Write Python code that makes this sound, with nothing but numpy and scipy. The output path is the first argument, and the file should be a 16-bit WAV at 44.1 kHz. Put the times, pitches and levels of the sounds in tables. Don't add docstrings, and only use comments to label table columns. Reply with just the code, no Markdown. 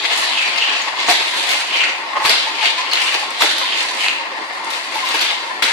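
import sys
import numpy as np
from scipy import signal
from scipy.fft import rfft, irfft
from scipy.io import wavfile

SR = 44100
rng = np.random.default_rng(int(sys.argv[2]) if len(sys.argv) > 2 else 0)


def unload_audio(sound):
    columns = np.transpose(np.atleast_2d(sound))
    steps = np.round(np.clip(columns, -1, 1) * 32767)
    wavfile.write(sys.argv[1], SR, steps.astype(np.int16))


N = 252252
TIME = np.arange(N) / SR


def boosters(whirr_db=-29.0, ring_db=0, chatter_db=-1.0, idle_chatter_db=-41, surge_rise_s=0.026,
             surge_fade_db_per_s=91, wheel_hz=25, wander=0.0964, throb_db=3, flutter_db=1.5,
             teeth_hz=650, soft_hz=3500, slip=0.043, waver_db=1.5):
    # peak_s, level_db (before chatter_db)
    surges = [(0.19, -28), (0.38, -27.5), (0.69, -27), (0.88, -25), (1.35, -37), (1.53, -31), (1.85, -34),
              (2.17, -21.5), (2.81, -28.5), (3.2, -29), (3.44, -35), (3.98, -31.5), (4.18, -50),
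              (4.97, -29), (5.12, -29)]
    # hz, relative_db
    whirr_colour = [(30, -50), (100, -52), (170, -9.5), (300, -2.5), (550, -1), (900, 1.5), (1400, 2),
                    (2000, 2.5), (2600, -1), (4500, -3), (6000, -15), (10000, -33), (14500, -85)]
    # centre_hz (at mean speed), width_hz (of each pass), gain_db
    whines = [(874, 390, 4), (1885, 570, -3)]

    turns = np.cumsum(wheel_hz * (1 + wander * drift(1.8))) / SR
    throb = amp(throb_db * np.sin(2 * np.pi * turns))
    ticks = below(above(impacts(per_s=660, spread_db=4.5), teeth_hz), soft_hz)
    teeth = room(housing(ticks, waver_db=2.5), early_db=3.0, tail_db=-0.5)
    power = amp(idle_chatter_db) ** 2
    for peak_s, level_db in surges:
        power = power + (amp(level_db) * swell(peak_s, surge_rise_s, surge_fade_db_per_s)) ** 2
    chatter = levelled(teeth * throb, (750, 1150)) * amp(chatter_db) * np.sqrt(power)

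    mesh = coloured(impacts(per_s=2200, spread_db=2.0) * amp(flutter_db * drift(29)), whirr_colour)
    speed = 1 + slip * drift(5.9)
    whine = np.zeros(N)
    for hz, width_hz, gain_db in whines:
        gain = amp(gain_db + waver_db * drift(4.2))
        whine += gain * resonate_twice(mesh, hz * speed, width_hz)
    body = amp(ring_db) * housing(mesh, waver_db=1)
    whirr = roaming(mesh + whine + body, early_db=6.0, tail_db=-1.5)
    return chatter + amp(whirr_db) * whirr / whirr.mean(0).std()


def housing(x, waver_db=0):
    # hz, width_hz, gain_db (mean)
    modes = [(322, 23, -1), (462, 55, -9), (551, 10, -20), (596, 32, -3), (697, 81, -1.5), (786, 16, -9),
             (870, 65, 6), (1009, 28, 2), (1062, 66, 4), (1170, 23, -17), (1705, 130, -7), (1860, 290, -13)]
    return sum(amp(gain_db + waver_db * drift(4.7)) * resonate(x, hz, width_hz)
               for hz, width_hz, gain_db in modes)


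def wheels(rattle_db=-3.0, hiss_db=-9.0, far_rattle_db=-41, far_hiss_db=-42, rattle_fade_db_per_s=70.5,
           hiss_fade_db_per_s=77, judder_db=2, pan_share=0.74):
    # peak_s, approach_s,
    # rattle_level_db (before rattle_db), hiss_level_db (before hiss_db), left_right_db (before pan_share)
    runs = [(0.01, 0.23, -22.5, -30.5, 4), (0.125, 0.017, -23, -36, 1), (0.19, 0.042, -32, -23.5, 8),
            (0.28, 0.065, -25.5, -36, 6), (0.42, 0.29, -28.5, -35, -6), (0.58, 0.12, -25, -35, 4),
            (0.81, 0.37, -26, -38.5, 3), (1.008, 0.028, -23.5, -36.5, -1), (1.094, 0.018, -18.5, -23.5, 1),
            (1.4, 0.086, -25.5, -26.5, 1), (1.51, 0.042, -21.5, -24.5, -0.5), (1.79, 0.097, -23.5, -33, 0),
            (2.255, 0.013, -20.5, -23, 5), (2.305, 0.011, -20.5, -27, 0), (2.66, 0.062, -21.5, -29.5, 4),
            (2.79, 0.032, -27, -46, 1), (2.935, 0.026, -25, -35, 6), (3.04, 0.047, -23, -26, 1),
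            (3.14, 0.088, -24.5, -32, 2.5), (3.425, 0.019, -18, -20.5, -0.5), (3.58, 0.023, -27.5, -31, -5),
            (3.8, 0.064, -22.5, -29, -1), (4.01, 0.038, -26, -27.5, -5), (4.76, 0.082, -31.5, -33, 8),
            (5.0, 0.073, -43, -39, -6), (5.21, 0.17, -22, -28, 2.5), (5.624, 0.0011, -20.5, -23, 7)]
    # hz, relative_db
    track_colour = [(60, -58), (160, -50), (300, -9.5), (700, -2.5), (1350, -6), (1900, 0.5), (2600, 2),
                    (3600, -1), (4500, -0.5), (5600, -10), (8000, -18.5), (14000, -74.5)]
    # hz, relative_db
    axle_colour = [(1000, -84), (4000, -8), (5500, -1), (7000, 5), (10500, 4.5), (12000, -3.5),
                   (13500, -17), (14500, -49)]

    rattle_power, hiss_power = amp(far_rattle_db) ** 2, amp(far_hiss_db) ** 2
    for peak_s, rise_s, roll_db, axle_db, pan_db in runs:
        sides = amp(pan_share * np.array([[pan_db], [-pan_db]]) / 2)
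        roll = sides * amp(roll_db) * swell(peak_s, rise_s, rattle_fade_db_per_s)
        axle = amp(axle_db) * swell(peak_s, rise_s, hiss_fade_db_per_s)
        rattle_power = rattle_power + roll ** 2
        hiss_power = hiss_power + axle ** 2
    patter = impacts(per_s=1600, spread_db=3.5) * amp(judder_db * drift(37))
    rattle = roaming(coloured(patter, track_colour), early_db=8.5, tail_db=3.0, count=5)
    rattle = levelled(rattle, (3400, 5500))
    hiss = roaming(coloured(patter, axle_colour), early_db=6, tail_db=9.5)
    hiss = levelled(hiss, (6000, 11000))
    return amp(rattle_db) * rattle * np.sqrt(rattle_power) + amp(hiss_db) * hiss * np.sqrt(hiss_power)


def bends(scrape_db=-8.0, fade_db_per_s=149, judder_db=2, slide_s=0.25, spin_hz=105, spin_db=4):
    # peak_s, approach_s, level_db (before scrape_db),
    # ring_hz (at the peak), slide_hz_per_s, width_hz (of each pass)
    sweeps = [(0.11, 0.28, -19.5, 3450, -1000, 1210), (0.29, 0.055, -17.5, 3900, -2000, 1100),
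              (0.385, 0.06, -12.5, 2800, -5000, 1050), (.46, 0.047, -22.5, 2500, -1000, 900),
              (0.625, 0.062, -13.5, 2860, -500, 650), (0.7, .05, -17.5, 2950, -800, 700),
              (1.175, 0.055, -15, 3500, -800, 1300), (1.41, 0.16, -18, 3500, -1000, 1410),
              (1.735, 0.022, -13.5, 2930, -2500, 990), (1.82, 0.077, -12, 2580, -1500, 1150),
              (2.325, 0.02, -14, 4000, -3000, 1210), (2.385, 0.04, -14, 3400, -5000, 1700),
              (2.67, 0.073, -14.5, 3170, 3998, 1920), (2.965, 0.046, -15, 2850, -1000, 950),
              (3.085, 0.059, -16, 2700, 500, 1600), (3.505, 0.074, -16.5, 3600, -1500, 1600),
              (3.74, 0.23, -16, 3070, -2000, 2000), (4.003, .012, -15, 2920, -3000, 1200),
              (4.075, 0.036, -17, 2700, 0, 850), (5.285, 0.06, -15, 3330, 0, 1600)]

    scrapes = np.zeros(N)
    turns = np.cumsum(spin_hz * (1 + 0.1 * drift(8.14))) / SR
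    spin = spin_db * np.sin(2 * np.pi * turns)
    judder = judder_db * above(drift(130), 41)
    stutter = impacts(per_s=900, spread_db=0.0) * amp(spin + judder)
    for peak_s, rise_s, level_db, hz, slide, width_hz in sweeps:
        near = abs(TIME - peak_s) < .5
        ring_hz = hz + slide * np.clip(TIME[near] - peak_s, -slide_s, slide_s)
        scrape = stutter[near]
        for stage in range(3):
            scrape = resonate(scrape, ring_hz, width_hz)
        scrapes[near] += amp(level_db) * swell(peak_s, rise_s, fade_db_per_s)[near] * evened(scrape)
        stutter = np.roll(stutter, SR)
    return amp(scrape_db) * roaming(scrapes, early_db=2, tail_db=-5.0)


def knocks(ring_db=0.5, housing_db=4, width_hz=210):
    # start_s, blow_db (relative), ring_hz, push_db (relative to the blow)
    hits = [(1.083, -13.5, 715, -15), (1.095, -18, 736, -10), (1.107, -17, 736, -12),
            (2.241, -18, 950, -10), (2.255, -20, 1060, -32), (2.279, -31.5, 1030, 2.5),
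            (3.146, -27, 860, -8), (3.406, -20, 930, -7), (3.4205, -23.5, 637, -2), (3.433, -21, 850, -5),
            (5.141, -20.5, 940, -6), (5.625, -33, 920, 1)]
    # hz, relative_db
    push_colour = [(60, -40), (130, -22), (220, -23), (300, 4.5), (430, 16), (540, 9), (700, -3),
                   (1100, -5), (1600, -10), (3500, 6), (9000, -112)]

    blows, rings = np.zeros((2, N))
    for start_s, level_db, hz, push_db in hits:
        blow = amp(level_db) * bounce(t60=0.015)
        ring = resonate_twice(blow, hz, width_hz)
        add(blows, start_s, amp(push_db) * blow)
        add(rings, start_s, evened(ring) * blow.std())
    push = coloured(blows, push_colour)
    struck = push + amp(housing_db) * housing(push) + amp(ring_db) * rings
    return roaming(struck, early_db=11.5, tail_db=-2.5)


def clacks(ring_db=-6.0, shell_db=-7.0, snap_db=-6.5, width_hz=1000, shell_share=0.24, soft_hz=8000):
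    # start_s, blow_db (relative), ring_hz,
    # treble_db (snap relative to the blow, before snap_db), t60_s (nominal bounce decay)
    hits = [(0.175, -31, 3950, 14.5, 0.035), (0.373, -19, 2650, -26, 0.013), (0.389, -24, 2900, -30, 0.004),
            (0.3918, -15, 2620, -39, 0.004), (0.4017, -18, 2900, -40, 0.0048),
            (0.4233, -14, 2280, -30, 0.029), (0.577, -18.5, 4240, -19, 0.028),
            (0.5875, -22, 2300, -12, 0.0046), (0.61, -19.5, 2860, -30, 0.005),
            (0.6384, -15.5, 2670, -30, 0.0054), (0.675, -16, 3020, -26, 0.017),
            (0.695, -15, 2830, -30, 0.012), (0.7036, -16, 2800, -30, 0.006), (0.815, -24, 6770, -4, 0.045),
            (0.972, -25, 2800, -23, 0.0031), (1.078, -23, 6800, -6, 0.0094), (1.094, -17, 1920, 7, 0.1),
            (1.097, -16, 1900, -16, 0.011), (1.111, -20, 1450, -12, 0.022), (1.126, -21, 3400, -20, 0.014),
            (1.154, -14, 3220, -20, 0.0044), (1.204, -22, 3600, -37, 0.0078),
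            (1.335, -18.5, 2000, -7, 0.082), (1.491, -20, 3480, 4, 0.013), (1.508, -26, 3500, 10, 0.07),
            (1.529, -20, 1920, -11, 0.038), (1.542, -21, 2460, -10, 0.0046),
            (1.8045, -11, 2430, -32, 0.038), (1.813, -14, 2680, -29, 0.013),
            (1.836, -12.5, 2380, -18, 0.01), (2.2503, -14, 2430, 0.5, 0.0088),
            (2.257, -16.5, 3750, 3.5, 0.017), (2.2942, -13, 4260, 6.5, 0.0058),
            (2.305, -14, 3960, -20, 0.25), (2.61, -18, 2650, -40, 0.0084),
            (2.629, -16.5, 2550, -22, 0.0065), (2.6463, -20, 2300, -23, 0.0064),
            (2.662, -16, 3400, -23, 0.028), (2.912, -14.5, 4350, -15, 0.086), (2.932, -16, 3820, 1, 0.008),
            (2.955, -14.5, 2930, -31, 0.0065), (2.9744, -17, 2700, -25, 0.004),
            (2.982, -17, 2800, -21, 0.0034), (3.123, -27, 3600, 5, 0.04), (3.146, -23, 2740, -20, 0.0045),
            (3.403, -28, 2200, 1, 0.023), (3.4195, -14, 3670, 5.5, 0.0047),
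            (3.421, -12.5, 1800, -10, 0.0062), (3.431, -22, 1400, -14, 0.013),
            (3.46, -22, 1800, -19, 0.012), (3.5819, -18, 3880, 2, 0.011), (4.024, -29, 2800, -25, 0.0048),
            (4.041, -16, 2190, -14, 0.015), (4.062, -13.5, 2420, -17, 0.0093),
            (4.0838, -9.5, 2700, -32, 0.0049), (4.0924, -19.5, 2720, -34, 0.0026),
            (4.703, -26, 3730, 7.5, 0.031), (4.944, -28.5, 3800, 10, 0.079), (5.049, -25.5, 3600, 5, 0.032),
            (5.0874, -25, 3660, 7, 0.012), (5.138, -13, 2450, -2, 0.067), (5.1927, -18, 4570, -9, 0.0079),
            (5.208, -15.5, 4220, 3, 0.034), (5.2386, -22, 2130, 0, 0.013), (5.507, -34, 2020, -12, 0.0027),
            (5.6238, -15, 1750, 5, 0.014), (5.629, -13.5, 3250, -3, 0.021),
            (5.638, -12.5, 4080, -12, 0.018), (5.65, -12, 2070, -17, 0.11), (5.6844, -17, 3850, -16, 0.009),
            (5.694, -17, 1990, -16, 0.063)]
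    # hz, relative_db
    shell_colour = [(60, -63), (200, 2), (400, 4), (1300, 11.5), (2000, 14.5), (4300, 3), (5400, -18),
                    (7000, 3.5), (14000, -72)]
    # hz, relative_db
    snap_colour = [(500, -9.5), (3000, 26), (5500, 16.5), (8000, 7), (11000, 9.5), (14500, 4)]

    rings, shells, snaps = np.zeros((3, N))
    for start_s, level_db, hz, treble_db, t60 in hits:
        blow = amp(level_db) * bounce(t60)
        ring = resonate_twice(blow, hz, width_hz)
        add(rings, start_s, evened(ring) * blow.std())
        add(shells, start_s, amp(shell_share * treble_db) * blow)
        add(snaps, start_s, amp(treble_db) * blow)
    cars = amp(shell_db) * coloured(shells, shell_colour) + amp(snap_db) * coloured(snaps, snap_colour)
    track = roaming(below(rings, soft_hz), early_db=-4, tail_db=-3)
    return amp(ring_db) * track + roaming(cars, early_db=7.5, tail_db=7.5)


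def seams(level_db=-6.0, bright_hz=4500, soft_hz=9500):
    # start_s, blow_db (relative)
    ticks = [(0.135, -27), (0.161, -23), (0.1763, -16), (0.424, -29), (0.5634, -27), (0.817, -34),
             (0.875, -37), (1.003, -29), (1.4913, -16), (1.693, -36), (1.7987, -38), (1.8065, -34),
             (2.9153, -28), (2.9338, -19), (3.149, -29), (3.3058, -21), (3.582, -23), (3.8078, -27),
             (3.8298, -21), (3.9495, -26), (4.0135, -37), (4.0427, -25), (4.646, -27), (4.7035, -26),
             (5.0883, -28)]

    blows = np.zeros(N)
    for start_s, blow_db in ticks:
        add(blows, start_s, amp(blow_db) * bounce(t60=0.004))
    treble = below(above(blows, bright_hz, order=2), soft_hz, order=4)
    return amp(level_db) * roaming(treble, early_db=-3, tail_db=0.0)


def shudders(level_db=-6.5, width_hz=45):
    # start_s, note_db (before level_db), ring_hz, length_s
    notes = [(0.87, -32, 848, 0.034), (1.313, -23.5, 1022, 0.053), (2.153, -32, 1020, 0.05),
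             (2.45, -20, 881, 0.041), (2.61, -17, 867, 0.043), (2.767, -20, 1012, 0.058),
             (3.623, -21.5, 1012, 0.041), (3.9, -24, 1007, .045), (4.338, -32, 890, 0.055),
             (4.589, -27, 893, .045), (4.617, -27, 1015, .045), (4.945, -20.5, 871, 0.048),
             (5.005, -20, 1029, 0.065), (5.484, -24.5, 1028, 0.056)]

    rings = np.zeros(N)
    for start_s, note_db, hz, length_s in notes:
        shape = signal.windows.hann(round(length_s * SR))
        noise = rng.standard_normal(8192)
        ring = resonate_twice(noise, hz, width_hz)[-len(shape):]
        add(rings, start_s, amp(note_db) * evened(ring * shape))
    return amp(level_db) * room(rings, early_db=-8, tail_db=-7.0)


def thuds(level_db=-4, rumble_db=-80):
    # start_s, blow_db (relative)
    presses = [(0.819, -53), (0.93, -51), (1.084, -42), (1.096, -41.5), (1.108, -49), (2.165, -51),
               (2.244, -35), (2.256, -35.5), (2.291, -53), (2.929, -50), (3.14, -58), (3.305, -55),
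               (3.415, -43), (3.585, -51), (4.069, -42), (4.705, -52), (4.95, -57), (5.05, -54),
               (5.207, -62), (5.624, -45)]
    # hz, relative_db
    floor_colour = [(15, -12), (40, -6), (70, 1.5), (110, -1), (150, 3.5), (220, -1), (330, -17),
                    (1000, -42)]

    blows = amp(rumble_db) * impacts(per_s=250, spread_db=2)
    for start_s, blow_db in presses:
        add(blows, start_s, amp(blow_db) * bounce(t60=0.03))
    return amp(level_db) * room(coloured(blows, floor_colour), early_db=-15.0, tail_db=-9)


def impacts(per_s, spread_db):
    size = amp(spread_db * np.minimum(rng.exponential(1, N), 4))
    return evened(size * rng.choice([-1, 1], N) * (rng.random(N) < per_s / SR))


def bounce(t60, size=8192):
    age = np.arange(size) / SR / t60
    flurry = rng.standard_normal(size) * np.sqrt(age) * amp(-60 * age)
    return flurry / np.linalg.norm(flurry) * np.sqrt(SR / 100)


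def swell(peak_s, rise_s, fade_db_per_s, approach_db=7):
    age = TIME - peak_s
    return amp(np.maximum(np.minimum(approach_db * age / rise_s, -fade_db_per_s * age), -200))


def roaming(x, early_db, tail_db, count=3):
    place = np.cumsum(16 * amp(2 * drift(3))) / SR
    gaps = [(place - k + count / 2) % count - count / 2 for k in range(count)]
    return sum(room(x * np.cos(np.pi / 2 * np.clip(gap, -1, 1)), early_db, tail_db) for gap in gaps)


def room(x, early_db, tail_db, early_s=0.01, size=16384):
    # hz, t60_s
    decay = [(100, 0.1), (500, 0.36), (2000, 0.77), (5000, 0.7), (14000, 0.13)]
    # hz, side_gain_db
    side_width = [(60, 12), (300, -9.5), (600, -4), (1000, -3), (2000, 2.5), (14000, 1.5)]

    t = TIME[:size]
    early, late = rng.standard_normal((2, 2, size)) * (rng.random((2, 2, size)) < .1)
    fade = np.exp(-t / early_s)
    hz, at, bands = signal.stft(late * (1 - fade), SR, nperseg=256)
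    bands = bands * amp(-60 * at / read(decay, hz)[:, None])
    late = signal.istft(bands, SR)[1][:, :size]
    paths = amp(early_db) * evened(early * fade) + amp(tail_db) * evened(late)
    paths[:, 0] += np.sqrt(size)
    centre = paths.mean(0)
    side_gain = amp(read(side_width, np.fft.rfftfreq(2 * size, 1 / SR)))
    side = irfft(rfft(paths[0] - centre, 2 * size) * side_gain)[:size]
    ears = np.array([centre + side, centre - side]) / np.linalg.norm(centre)
    return signal.fftconvolve(x[None], ears, axes=1)[:, :N]


def resonate(x, hz, width_hz):
    turn = np.exp(2j * np.pi * np.cumsum(hz * np.ones(len(x))) / SR)
    r = np.exp(-np.pi * width_hz / SR)
    smooth = signal.lfilter([1 - r], [1, -r], x / turn + 1e-18)
    return 2 * (turn * smooth).real


def resonate_twice(x, hz, width_hz):
    return resonate(resonate(x, hz, width_hz), hz, width_hz)


def coloured(x, points, size=4096):
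    log_gain = np.log(amp(read(points, abs(np.fft.fftfreq(size, 1 / SR)))))
    taps = np.fft.ifft(np.exp(np.conj(signal.hilbert(log_gain)))).real[:size // 2]
    return signal.oaconvolve(x, taps / np.linalg.norm(taps))[:len(x)]


def above(x, edge_hz, order=4):
    return signal.sosfilt(signal.butter(order, edge_hz, "high", fs=SR, output="sos"), x)


def below(x, edge_hz, order=2):
    return signal.sosfilt(signal.butter(order, edge_hz, fs=SR, output="sos"), x)


def drift(per_s):
    return evened(irfft(rfft(rng.standard_normal(N)) * np.exp(-(np.fft.rfftfreq(N, 1 / SR) / per_s) ** 2), N))


def levelled(x, band):
    sos = signal.butter(4, band, "band", fs=SR, output="sos")
    return x / signal.sosfilt(sos, x.mean(0)).std()


def evened(x):
    return x / np.sqrt(np.mean(x ** 2) + 1e-20)


def add(mix, s, sound):
    part = mix[round(s * SR):][:len(sound)]
    part += sound[:len(part)]


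def read(points, hz):
    f, value = np.transpose(points)
    return np.interp(np.log(hz + 1), np.log(f + 1), value)


def amp(db):
    return np.exp(np.asarray(db) * (np.log(10) / 20))


def scene(body_hz=200):
    plastic = boosters() + shudders() + wheels() + bends() + seams() + knocks() + clacks()
    return above(plastic, body_hz, order=6) + thuds()


def record(dry, edge_hz=14750):
    # hz, left_right_db
    balance = [(60, 10), (150, -3), (400, -2), (800, -2), (1400, 3), (2500, 3.5), (4000, 0), (5500, -3.5),
               (8000, -5.5), (10000, -4), (12500, 4.5)]

    tilt_db = read(balance, np.fft.rfftfreq(N, 1 / SR))
    heard = irfft(rfft(dry) * amp(np.array([tilt_db, -tilt_db]) / 2), N)
    heard = np.clip(heard, -1, 1)
    band_limit = signal.firwin(401, edge_hz, window=("kaiser", 9), fs=SR)
    return signal.oaconvolve(heard, band_limit[None], "same")


dry = scene()
out = record(dry)
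unload_audio(out)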